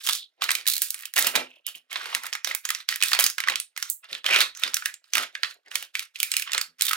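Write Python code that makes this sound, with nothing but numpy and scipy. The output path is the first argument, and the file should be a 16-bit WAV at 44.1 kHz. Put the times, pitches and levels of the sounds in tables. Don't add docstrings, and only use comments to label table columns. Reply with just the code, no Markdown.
import sys
import numpy as np
from scipy import signal
from scipy.fft import rfft, irfft, next_fast_len
from scipy.io import wavfile
from scipy.ndimage import uniform_filter1d, minimum_filter1d

SR = 44100
rng = np.random.default_rng(int(sys.argv[2]) if len(sys.argv) > 2 else 0)


def inscribe(sig):
    pcm = np.round(np.clip(np.atleast_2d(sig).T, -1, 1) * 32767)
    wavfile.write(sys.argv[1], SR, pcm.astype(np.int16))


N = 306936
TIME = np.arange(N) / SR
HANDS_PAN_DB = -4

# pitch_hz, width_hz, relative_level_db
BODY_MODES = [(169, 14, -9), (253.9, 9, 1.5), (336, 28, 0.5), (390, 33, 3), (456.4, 7, -4.5),
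              (536, 18, 5.5), (660, 64, -3)]
# start_s, hold_s, rubbing_db, crinkle_db, hollow_body_db
GRIPS = [(0, 0.0052, -42, -38, -78), (0.031, 0.13, -44, -30.5, -62.5), (0.373, 0.033, -59.5, -74, -60.5),
         (0.407, 0.029, -29.5, -34.5, -48.5), (0.455, 0.15, -44, -45.5, -56),
         (0.66, 0.22, -52.5, -41.5, -84), (0.913, 0.15, -50, -52, -69.5), (1.154, 0.068, -31, -26.5, -43.5),
         (1.233, 0.048, -29, -32, -41), (1.329, 0.077, -34, -54.5, -37.5), (1.443, .13, -65, -60, -64.5),
         (1.666, 0.029, -45, -40, -60.5), (1.743, 0.023, -52.5, -46.5, -60),
         (1.894, 0.27, -39.5, -45.5, -55.5), (2.208, 0.079, -44, -48, -59),
         (2.458, 0.056, -36, -39.5, -50.5), (2.632, 0.18, -47, -48.5, -68.5),
         (2.881, .045, -33.5, -37, -64.5), (3.031, 0.075, -39.5, -32.5, -64.5),
         (3.18, 0.086, -31, -35, -64), (3.458, 0.059, -36.5, -48, -49), (3.769, 0.12, -49.5, -46.5, -89),
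         (4.024, 0.026, -47, -55, -64.5), (4.077, 0.1, -46, -49, -60), (4.242, 0.1, -32, -44, -47),
         (4.295, .11, -26.5, -39, -38.5), (4.577, 0.12, -44.5, -45.5, -63.5), (4.619, 0.049, -33, -52, -50),
         (4.71, 0.17, -49.5, -50, -70.5), (4.865, .08, -62, -63, -71.5), (5.042, 0.087, -62.5, -58, -76),
         (5.115, .015, -51, -46, -74.5), (5.138, 0.093, -33, -38, -44.5), (5.32, 0.15, -58, -56, -66),
         (5.437, 0.086, -52, -48, -65), (5.537, 0.022, -64, -74, -61), (5.647, 0.039, -55.5, -59.5, -59),
         (5.701, 0.14, -46, -45, -60), (5.936, 0.096, -45.5, -42.5, -76), (6.138, .28, -50.5, -47, -70.5),
         (6.451, 0.067, -43, -57, -76), (6.523, 0.037, -34.5, -51, -52.5),
         (6.782, 0.2, -41.5, -42.5, -70.5)]
# start_s, level_db, panel_pitch_hz, low_corner_hz, treble_tilt_db_per_octave
LOUD_SNAPS = [(.072, 4.5, 3240, 1170, -2.5), (.089, 8, 3640, 900, -1.5), (0.095, 8.5, 3500, 990, -6.5),
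              (0.132, 6.5, 3980, 2970, -3), (.42, 11.5, 3880, 840, -13.5), (0.44, 2, 4250, 1100, -1.5),
              (.491, 16, 1970, 1420, -18.5), (.506, 14.5, 8300, 1350, -11.5), (.515, 3.5, 4030, 1140, 2),
              (0.552, 10, 2550, 2360, -4.5), (0.656, -8.5, 1750, 1380, -8), (.667, 4.5, 3870, 1720, -4),
              (.6755, 5, 3810, 1570, 7.5), (.684, -1, 4100, 1340, 9.5), (0.78, -6, 1780, 2370, 5.5),
              (.819, 6, 1600, 2060, 7.5), (0.905, -2, 910, 2960, 5.5), (.944, -4, 9300, 1440, -1),
              (1.034, -3, 1830, 1770, -16), (1.055, -5, 3000, 1970, 1.5), (1.138, -9, 1810, 1480, 5),
              (1.164, 5, 2820, 830, -0.5), (1.171, 9, 2010, 780, -12.5), (1.179, 10.5, 1890, 1290, -2.5),
              (1.186, 9, 1930, 670, -5), (1.192, -2.5, 2180, 970, 12), (1.269, 7, 2800, 740, 4),
              (1.354, 15.5, 2360, 930, -6.5), (1.36, 10, 3900, 630, -4), (1.6665, -6.5, 2880, 2180, 6.5),
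              (1.755, -25.5, 2940, 1480, 9), (1.929, -4.5, 3220, 650, -2), (1.958, 11.5, 3660, 1030, -18.5),
              (2.012, -1, 1570, 930, -26), (2.057, 4.5, 920, 1270, -15.5), (2.128, 3.5, 2970, 640, -28),
              (2.149, 14, 1160, 1640, -6.5), (2.235, -7, 1920, 786, -1), (2.243, -3, 1300, 870, -18),
              (2.256, -7, 2100, 940, -3), (2.266, -3.5, 1960, 970, -0.5), (2.328, 9.5, 5360, 1300, -14.5),
              (2.334, 1, 5950, 1490, -6.5), (2.352, 4.5, 2070, 960, -8), (2.446, 8.5, 5730, 1330, -6.5),
              (2.473, 1, 3740, 736, -4), (2.511, 9, 2080, 1120, -28), (2.549, -1, 2140, 1130, 5.5),
              (2.652, 5.5, 6860, 1250, -5.5), (2.69, 2.5, 1930, 1510, -3.5),
              (2.704, 10.5, 1230, 1420, -4.5), (2.749, 6.5, 5650, 1690, -10), (2.803, -7, 4010, 1440, -9.5),
              (2.889, 12.5, 4660, 1580, -8.5), (2.925, 6.5, 1870, 1620, -14),
              (2.941, -1.5, 5340, 1470, -9.5), (2.959, 0, 1850, 1590, 0), (3.005, -4, 3870, 1430, -9),
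              (3.014, 7.5, 1140, 1540, -12), (3.025, 18, 2510, 2400, -7.5), (3.035, 15, 8700, 1380, -7.5),
              (3.117, 8.5, 1770, 1110, -8.5), (3.132, 18, 4400, 1150, -8.5), (3.149, 9, 2420, 880, -8),
              (3.167, 5, 2400, 1040, -17), (3.19, 12, 3240, 624, -4), (3.197, 9, 2290, 770, 4.5),
              (3.207, 7.5, 1190, 1250, 1), (3.24, 6.5, 4910, 1110, 5), (3.264, 7.5, 6560, 1700, -0.5),
              (3.3, -5.5, 5450, 1320, 2.5), (3.382, 11.5, 1190, 1290, -12), (3.403, 8, 2060, 1850, -7.5),
              (3.438, 14, 1380, 1810, -23.5), (3.474, 9.5, 1080, 1070, -18),
              (3.485, 14.5, 1950, 1290, -12.5), (3.499, 4.5, 3890, 680, -5), (3.521, 4, 2940, 830, -18),
              (3.537, 1, 2900, 1160, -16.5), (3.557, 17, 1150, 2590, -13), (3.6, 3, 8960, 2270, -3.5),
              (3.764, -0.5, 5770, 1395, -13.5), (3.776, 0.5, 1880, 1100, -2), (3.826, 6.5, 5860, 1296, -6),
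              (3.9, -18, 7600, 3190, 20.5), (4.043, -7.5, 2800, 1100, -31.5),
              (4.129, 6.5, 4030, 1960, -14.5), (4.15, 5.5, 3330, 1830, -16.5), (4.2433, 1, 3530, 760, -11),
              (4.263, 14, 3180, 1890, -11.5), (4.289, 7.5, 2150, 598, -12), (4.31, 4, 2450, 730, -12.5),
              (4.328, 7.5, 2640, 1150, -21.5), (4.335, 9, 2760, 1100, -9.5), (4.361, 19, 3600, 1470, -12.5),
              (4.372, 1.5, 2610, 985, -8.5), (4.388, -2, 2510, 640, -0.5), (4.405, 19, 3780, 1190, -6.5),
              (4.413, 15.5, 4200, 1220, -9.5), (4.417, 8.5, 2670, 1016, -6.5), (4.55, -8.5, 6100, 1630, -8),
              (4.573, -11, 6330, 1180, -2.5), (4.597, -26, 6470, 970, 9), (4.6357, 14.5, 3630, 1740, -11.5),
              (4.677, 2, 4860, 1070, -10.5), (4.736, -1, 3950, 1110, -15), (4.743, 1.5, 5900, 1590, 4.5),
              (4.768, 7.5, 1370, 1610, -4), (4.823, 1.5, 1490, 1240, -22), (4.858, 10.5, 1710, 1530, -5),
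              (4.941, -5.5, 7530, 1980, -6), (5.042, -19.5, 4500, 1200, -6), (5.135, 12.5, 6060, 1910, -10),
              (5.153, 12, 2610, 1000, -6), (5.17, 8, 1420, 1230, -6.5), (5.181, 14, 1050, 1390, -8.5),
              (5.234, 1.5, 3380, 980, -12), (5.352, 9.5, 1680, 1890, -18.5),
              (5.433, 17.5, 4380, 1480, -18.5), (5.446, 9, 3490, 1390, -22),
              (5.51, -7.5, 4200, 1500, -10.5), (5.715, -1.5, 2950, 1170, -15), (5.755, 13.5, 900, 1840, -6),
              (5.826, -7.5, 2770, 830, 0), (5.953, 10.5, 2320, 1700, -12.5), (5.994, 7.5, 2110, 2440, -7.5),
              (6.158, 5.5, 2460, 2700, -19.5), (6.202, 2.5, 3080, 1760, 1), (6.23, 6.5, 2440, 1750, 2.5),
              (6.317, 10.5, 8140, 2330, -7.5), (6.339, 6, 2520, 1700, -7), (6.367, 12, 2340, 2260, -0.5),
              (6.397, 2, 1710, 2270, -1), (6.422, 3, 2490, 2060, -4), (6.475, 2.5, 3110, 1110, -23),
              (6.495, -1, 1850, 1150, -24), (6.519, 9, 7250, 2500, -14.5), (6.533, 14, 970, 2150, -9.5),
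              (6.547, 9.5, 4080, 990, -10.5), (6.579, 16, 7740, 1520, -13.5), (6.613, 3.5, 4560, 1040, -1),
              (6.81, 12.5, 7700, 2120, -10), (6.821, 3.5, 3950, 1470, 6.5), (6.882, 7, 3670, 1780, -8.5),
              (6.91, 14, 1290, 1520, -23), (6.932, 10, 1300, 1150, -5)]


def undb(db):
    return 10 ** (np.asarray(db) / 20)


def unit(x):
    return x / np.sqrt(np.mean(x ** 2))


def along(points, hz):
    f, value = np.transpose(points)
    return np.interp(np.log(hz + 1), np.log(f), value)


def shape(x, response):
    n = x.shape[-1]
    size = next_fast_len(n + 2048)
    f = np.arange(size // 2 + 1) * SR / size
    return irfft(rfft(x, size) * response(f), size)[..., :n]


def colour(x, points):
    return shape(x, lambda f: undb(along(points, f)))


def resonance(f, hz, width):
    return 1j * f * width / (hz ** 2 - f ** 2 + 1j * f * width)


def ports(f, pan_db, shadow_hz=1000):
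    # pitch_hz, lead_radians
    lead = [(60, 0.094), (250, 0.12), (600, 1.65), (2000, 1.295), (6000, 1.22), (9000, 1.26), (16000, 1.4)]
    shade = undb(pan_db * f ** 2 / (f ** 2 + shadow_hz ** 2))
    left = shade * np.exp(1j * along(lead, f))
    even_power = np.sqrt(2 / (1 + abs(left) ** 2))
    return np.array([left, np.ones(len(f))]) * even_power


def spread(pair, f, apart_hz=7500):
    own = f / (f + apart_hz)
    left = np.sqrt(1 - own) * pair[0] + np.sqrt(own) * pair[1]
    return np.array([left, pair[0]])


def room(direct, left_db=-5.5, build_s=0.0019, count=28):
    # pitch_hz, relative_level_db
    wall_colour = [(100, 13.5), (700, 1), (2000, -1), (5000, -2), (10000, -2), (16000, -5)]
    t60_s, echo_db = 0.23, -7.5
    t = np.arange(SR // 2) / SR
    fade = undb(-60 * t / t60_s) * (1 - np.exp(-(t / build_s) ** 2))
    hop = N // count
    size = next_fast_len(2 * hop + len(t))
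    f = np.arange(size // 2 + 1) * SR / size
    walls = ports(f, left_db) * undb(along(wall_colour, f) + echo_db) / np.sqrt(np.sum(fade ** 2))
    blend = np.sin(np.pi * np.arange(2 * hop) / (2 * hop))
    source = np.pad(direct[1], (hop, 2 * hop))
    out = np.zeros((2, N + hop + size))
    for start in range(0, N + hop, hop):
        noise = rng.standard_normal((2, len(t))) * fade
        echo = spread(rfft(noise, size), f, apart_hz=1500) * walls
        stretch = rfft(source[start:start + 2 * hop] * blend, size)
        out[:, start:start + size] += irfft(echo * stretch, size)
    return out[:, hop:hop + N]


def effort(levels_db, rest_db, release_s, attack_s=0.016):
    power = np.full(N, undb(rest_db) ** 2)
    for (start, hold, *_), db in zip(GRIPS, levels_db):
        span = slice(int(start * SR), int((start + hold + .5) * SR))
        age = TIME[span] - start
        rise = np.clip(age / attack_s, 0, 1)
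        fall = np.exp(-np.maximum(age - hold, 0) / release_s)
        power[span] += (undb(db) * rise * fall) ** 2
    return np.sqrt(power)


def settling(relative_db, decay_s=0.011):
    kicks = np.zeros(N)
    for s, db, *_ in LOUD_SNAPS:
        kicks[int(s * SR)] += undb(db + relative_db)
    return signal.lfilter([1], [1, -np.exp(-1 / (decay_s * SR))], kicks)


def grains(rate, scatter_db, ring_s, hiss):
    sizes = undb(scatter_db * np.minimum(rng.exponential(size=N), 4))
    slips = sizes * (rng.random(N) < rate / SR)
    power = signal.lfilter([1], [1, -np.exp(-2 / (ring_s * SR))], slips ** 2)
    power = power / power.mean() + hiss
    power /= uniform_filter1d(power, size=2000)
    return np.sqrt(power) * rng.standard_normal((2, N))


def hollow_body():
    # pitch_hz, relative_level_db
    thud = [(30, -30), (90, -44.5), (160, -26), (300, 4), (600, 19), (1000, 11.5), (3000, -34)]
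    bumps = grains(rate=120, scatter_db=4.5, ring_s=.005, hiss=.25)
    hollow = shape(bumps, lambda f: sum(undb(db) * resonance(f, hz, width) for hz, width, db in BODY_MODES))
    return unit(hollow + undb(-3) * colour(bumps, thud))


def slides():
    # start_s, length_s, pitch_hz, level_db
    strokes = [(0.073, 0.2, 3710, -40.5), (0.82, 0.096, 1550, -59), (1.414, 0.2, 2800, -53.5),
               (1.643, 0.071, 3060, -40.5), (1.742, 0.03, 2930, -39), (1.887, 0.39, 1025, -48),
               (4.291, 0.1, 2500, -19), (4.549, 0.045, 6300, -42.5), (4.553, 0.037, 1440, -46),
               (4.848, 0.08, 1900, -44), (5.658, 0.03, 1930, -51), (6.155, 0.62, 1404, -57)]
    slips = grains(rate=300, scatter_db=4.5, ring_s=.003, hiss=.2)
    out = np.zeros((2, N))
    for start, length, hz, db in strokes:
        swell = np.sin(np.pi * np.clip((TIME - start) / length, 0, 1))
        out += undb(db) * swell * unit(shape(slips, lambda f: resonance(f, hz, hz / 3.2) ** 2))
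    return out


def crinkling():
    # pitch_hz, relative_level_db
    crisp = [(1000, -36), (3500, -2), (6000, -4), (9000, -5), (13000, -7), (16000, -10.5), (19000, -29.5)]
    return unit(colour(grains(rate=780, scatter_db=7.0, ring_s=0.0014, hiss=.25), crisp))


def rubbing(q=2.6):
    # pitch_hz, relative_level_db
    panels = [(950, -26.5), (1400, 2.5), (1900, 1), (2450, 1.5), (3000, -1.5), (3800, -1.5), (5200, -6)]
    out = np.zeros((2, N))
    for hz, db in panels:
        slips = grains(rate=110, scatter_db=4.5, ring_s=0.0073, hiss=0.23)
        out += undb(db) * shape(slips, lambda f: resonance(f, hz, hz / q) ** 2)
    return unit(out)


def handling(rub_gain, crinkle_gain, body_gain):
    pair = rubbing() * rub_gain + crinkling() * crinkle_gain + hollow_body() * body_gain + slides()
    size = next_fast_len(N)
    f = np.arange(size // 2 + 1) * SR / size
    return irfft(spread(rfft(pair, size), f) * ports(f, HANDS_PAN_DB), size)[:, :N]


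def knocks(contact_s=0.0024):
    # start_s, level_db, most_strongly_driven_pitch_hz
    blows = [(.505, -60.5, 300), (1.192, -52.5, 257), (1.266, -50.5, 251), (1.358, -44, 272),
             (1.751, -65, 221), (2.151, -59.5, 258), (3.234, -58, 200), (3.495, -52.5, 450),
             (3.531, -63, 120), (4.12, -55, 394), (4.297, -63.5, 550), (4.653, -55.5, 260),
             (5.157, -55, 329), (6.54, -54, 522), (6.678, -67, 120)]
    t = np.arange(SR // 2) / SR
    out = np.zeros(N + SR)
    for s, db, lead_hz in blows:
        ring = np.zeros(len(t))
        chance = rng.standard_normal((len(BODY_MODES), 2))
        for (hz, width, mode_db), (detune, phase) in zip(BODY_MODES, chance):
            drive = undb(mode_db) / (1 + 2 * np.log2(hz / lead_hz) ** 2)
            wave = np.sin(2 * np.pi * hz * (1 + 0.0066 * detune) * t + np.pi * phase)
            ring += drive * np.exp(-np.pi * width * t) * wave
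        ring *= 1 - np.exp(-(t / contact_s) ** 2)
        start = int(s * SR)
        out[start:start + len(t)] += ring * undb(db) / np.std(ring[:SR // 40])
    return shape(out[:N], lambda f: ports(f, HANDS_PAN_DB))


def crackles(grip_gain, count=260, octaves=0.59, tilt_spread_db=3.0):
    over_rub_db, scatter_db = 27, 5
    typical_hz, corner_hz, typical_tilt_db = 2830, 1130, -9.5
    times = (np.arange(count) + rng.random(count)) * N / SR / count
    grip_db = 20 * np.log10(np.interp(times, TIME, grip_gain))
    rows = []
    for s, db, (strength, panel, sharpness) in zip(times, grip_db, rng.standard_normal((count, 3))):
        level_db = db + over_rub_db + scatter_db * strength
        pitch_hz = typical_hz * 2 ** (octaves * np.clip(panel, -2, 2))
        rows.append((s, level_db, pitch_hz, corner_hz, typical_tilt_db + tilt_spread_db * sharpness))
    return rows


def tears(count=12):
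    # start_s, length_s, typical_first_tick_level_db, panel_pitch_hz
    peels = [(0.693, .075, -4.5, 4100), (0.981, .045, -19.5, 1880), (1.21, .05, -14, 2165),
             (3.049, .06, -16, 3500), (3.222, .04, -9, 2950), (6.85, .075, -5, 3570)]
    ticks_per_s, jitter, scatter_db, fade_db_per_s = 98, 0.35, 2, 32
    corner_hz, tilt_db = 1680, 5
    ticks = []
    for start, length, db, pitch_hz in peels:
        for k, (late, strength) in enumerate(rng.standard_normal((count, 2))):
            age = (k + jitter * late) / ticks_per_s
            if age < length:
                level_db = db - fade_db_per_s * age + scatter_db * strength
                ticks.append((start + age, level_db, pitch_hz, corner_hz, tilt_db))
    return ticks


def snap(db, pitch_hz, corner_hz, tilt, length, pan_db, ring=1.47, q=5.64, linger=1.3, linger_q=15.0,
         damping=1.161, steep=1.4, crack=0.79, size=4096, half_band=61):
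    t = (np.arange(size) - 64) / SR
    f = np.arange(size // 2 + 1) * SR / size
    age = np.maximum(t, 0)
    fade = (t >= 0) * np.exp(-(age / max(length, .001)) ** steep) * (1 + crack * np.exp(-age / 0.00081))
    waves = rfft(rng.standard_normal((2, size)) * fade)
    waves /= np.sqrt(uniform_filter1d(abs(waves) ** 2, 2 * half_band, axis=1))
    s = 1j * f / corner_hz
    radiation = (s * s / (s * s + damping * s + 1)) ** 2
    broad_mode = ring * resonance(f, pitch_hz, pitch_hz / q)
    lingering_mode = linger * resonance(f, pitch_hz, pitch_hz / linger_q)
    panel = 1 + broad_mode + lingering_mode
    edge = undb(tilt * np.log2(np.hypot(1, f / 3500) / np.hypot(1, f / 14000)))
    top = 1 / (1 + (f / 17000) ** 24)
    return irfft(spread(waves, f) * radiation * panel * edge * top * undb(db) * ports(f, pan_db))


def snaps(rows):
    pan_db, pan_scatter_db = -7, 1
    length_s, shrink_power = 0.0039, 0.42
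    doubling_db = 71.5
    out = np.zeros((2, N + SR))
    for (s, db, pitch_hz, corner_hz, tilt), facing in zip(rows, rng.standard_normal(len(rows))):
        length = length_s / (corner_hz / 1000) ** shrink_power * 2 ** (-tilt / doubling_db)
        sound = snap(db, pitch_hz, corner_hz, tilt, length, pan_db + pan_scatter_db * facing)
        start = max(int(s * SR) - 64, 0)
        out[:, start:start + sound.shape[1]] += sound
    return out[:, :N]


def scene(count=2):
    _, _, rub_db, crinkle_db, body_db = np.transpose(GRIPS)
    grip = effort(rub_db, rest_db=-69, release_s=0.02)
    crinkle = effort(crinkle_db, rest_db=-73.5, release_s=0.02)
    body = effort(body_db, rest_db=-76, release_s=0.025)
    rub_gain = np.hypot(grip, settling(-49.5))
    body_gain = np.hypot(body, settling(-80))
    quieter = handling(rub_gain, crinkle, body_gain) + knocks() + snaps(crackles(grip))
    loud = [*LOUD_SNAPS, *tears()]
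    echo = sum(room(snaps(loud) + quieter) for _ in range(count)) / np.sqrt(count)
    return snaps(loud) + quieter + echo


def limiter(x, ceiling=0.9, size=220):
    gain = ceiling / np.maximum(abs(x).max(axis=0), ceiling)
    held = minimum_filter1d(gain, size)
    return x * uniform_filter1d(uniform_filter1d(held, size // 2), size // 2)


def record(dry, hush_db=-82, depth_db=-18, top_hz=16100, size=512):
    _, _, bands = signal.stft(dry, nperseg=size)
    power = np.mean(abs(bands) ** 2, axis=0)
    power = uniform_filter1d(uniform_filter1d(power, size=9, axis=0), size=3, axis=1)
    quiet = 1 / np.sqrt(1 + np.maximum(power, 0) / undb(hush_db) ** 2)
    hushed = signal.istft(bands * undb(depth_db * quiet), nperseg=size)[1][:, :N]
    return shape(limiter(hushed), lambda f: 1 / (1 + (f / top_hz) ** 160))


dry = scene()
out = record(dry)
inscribe(out)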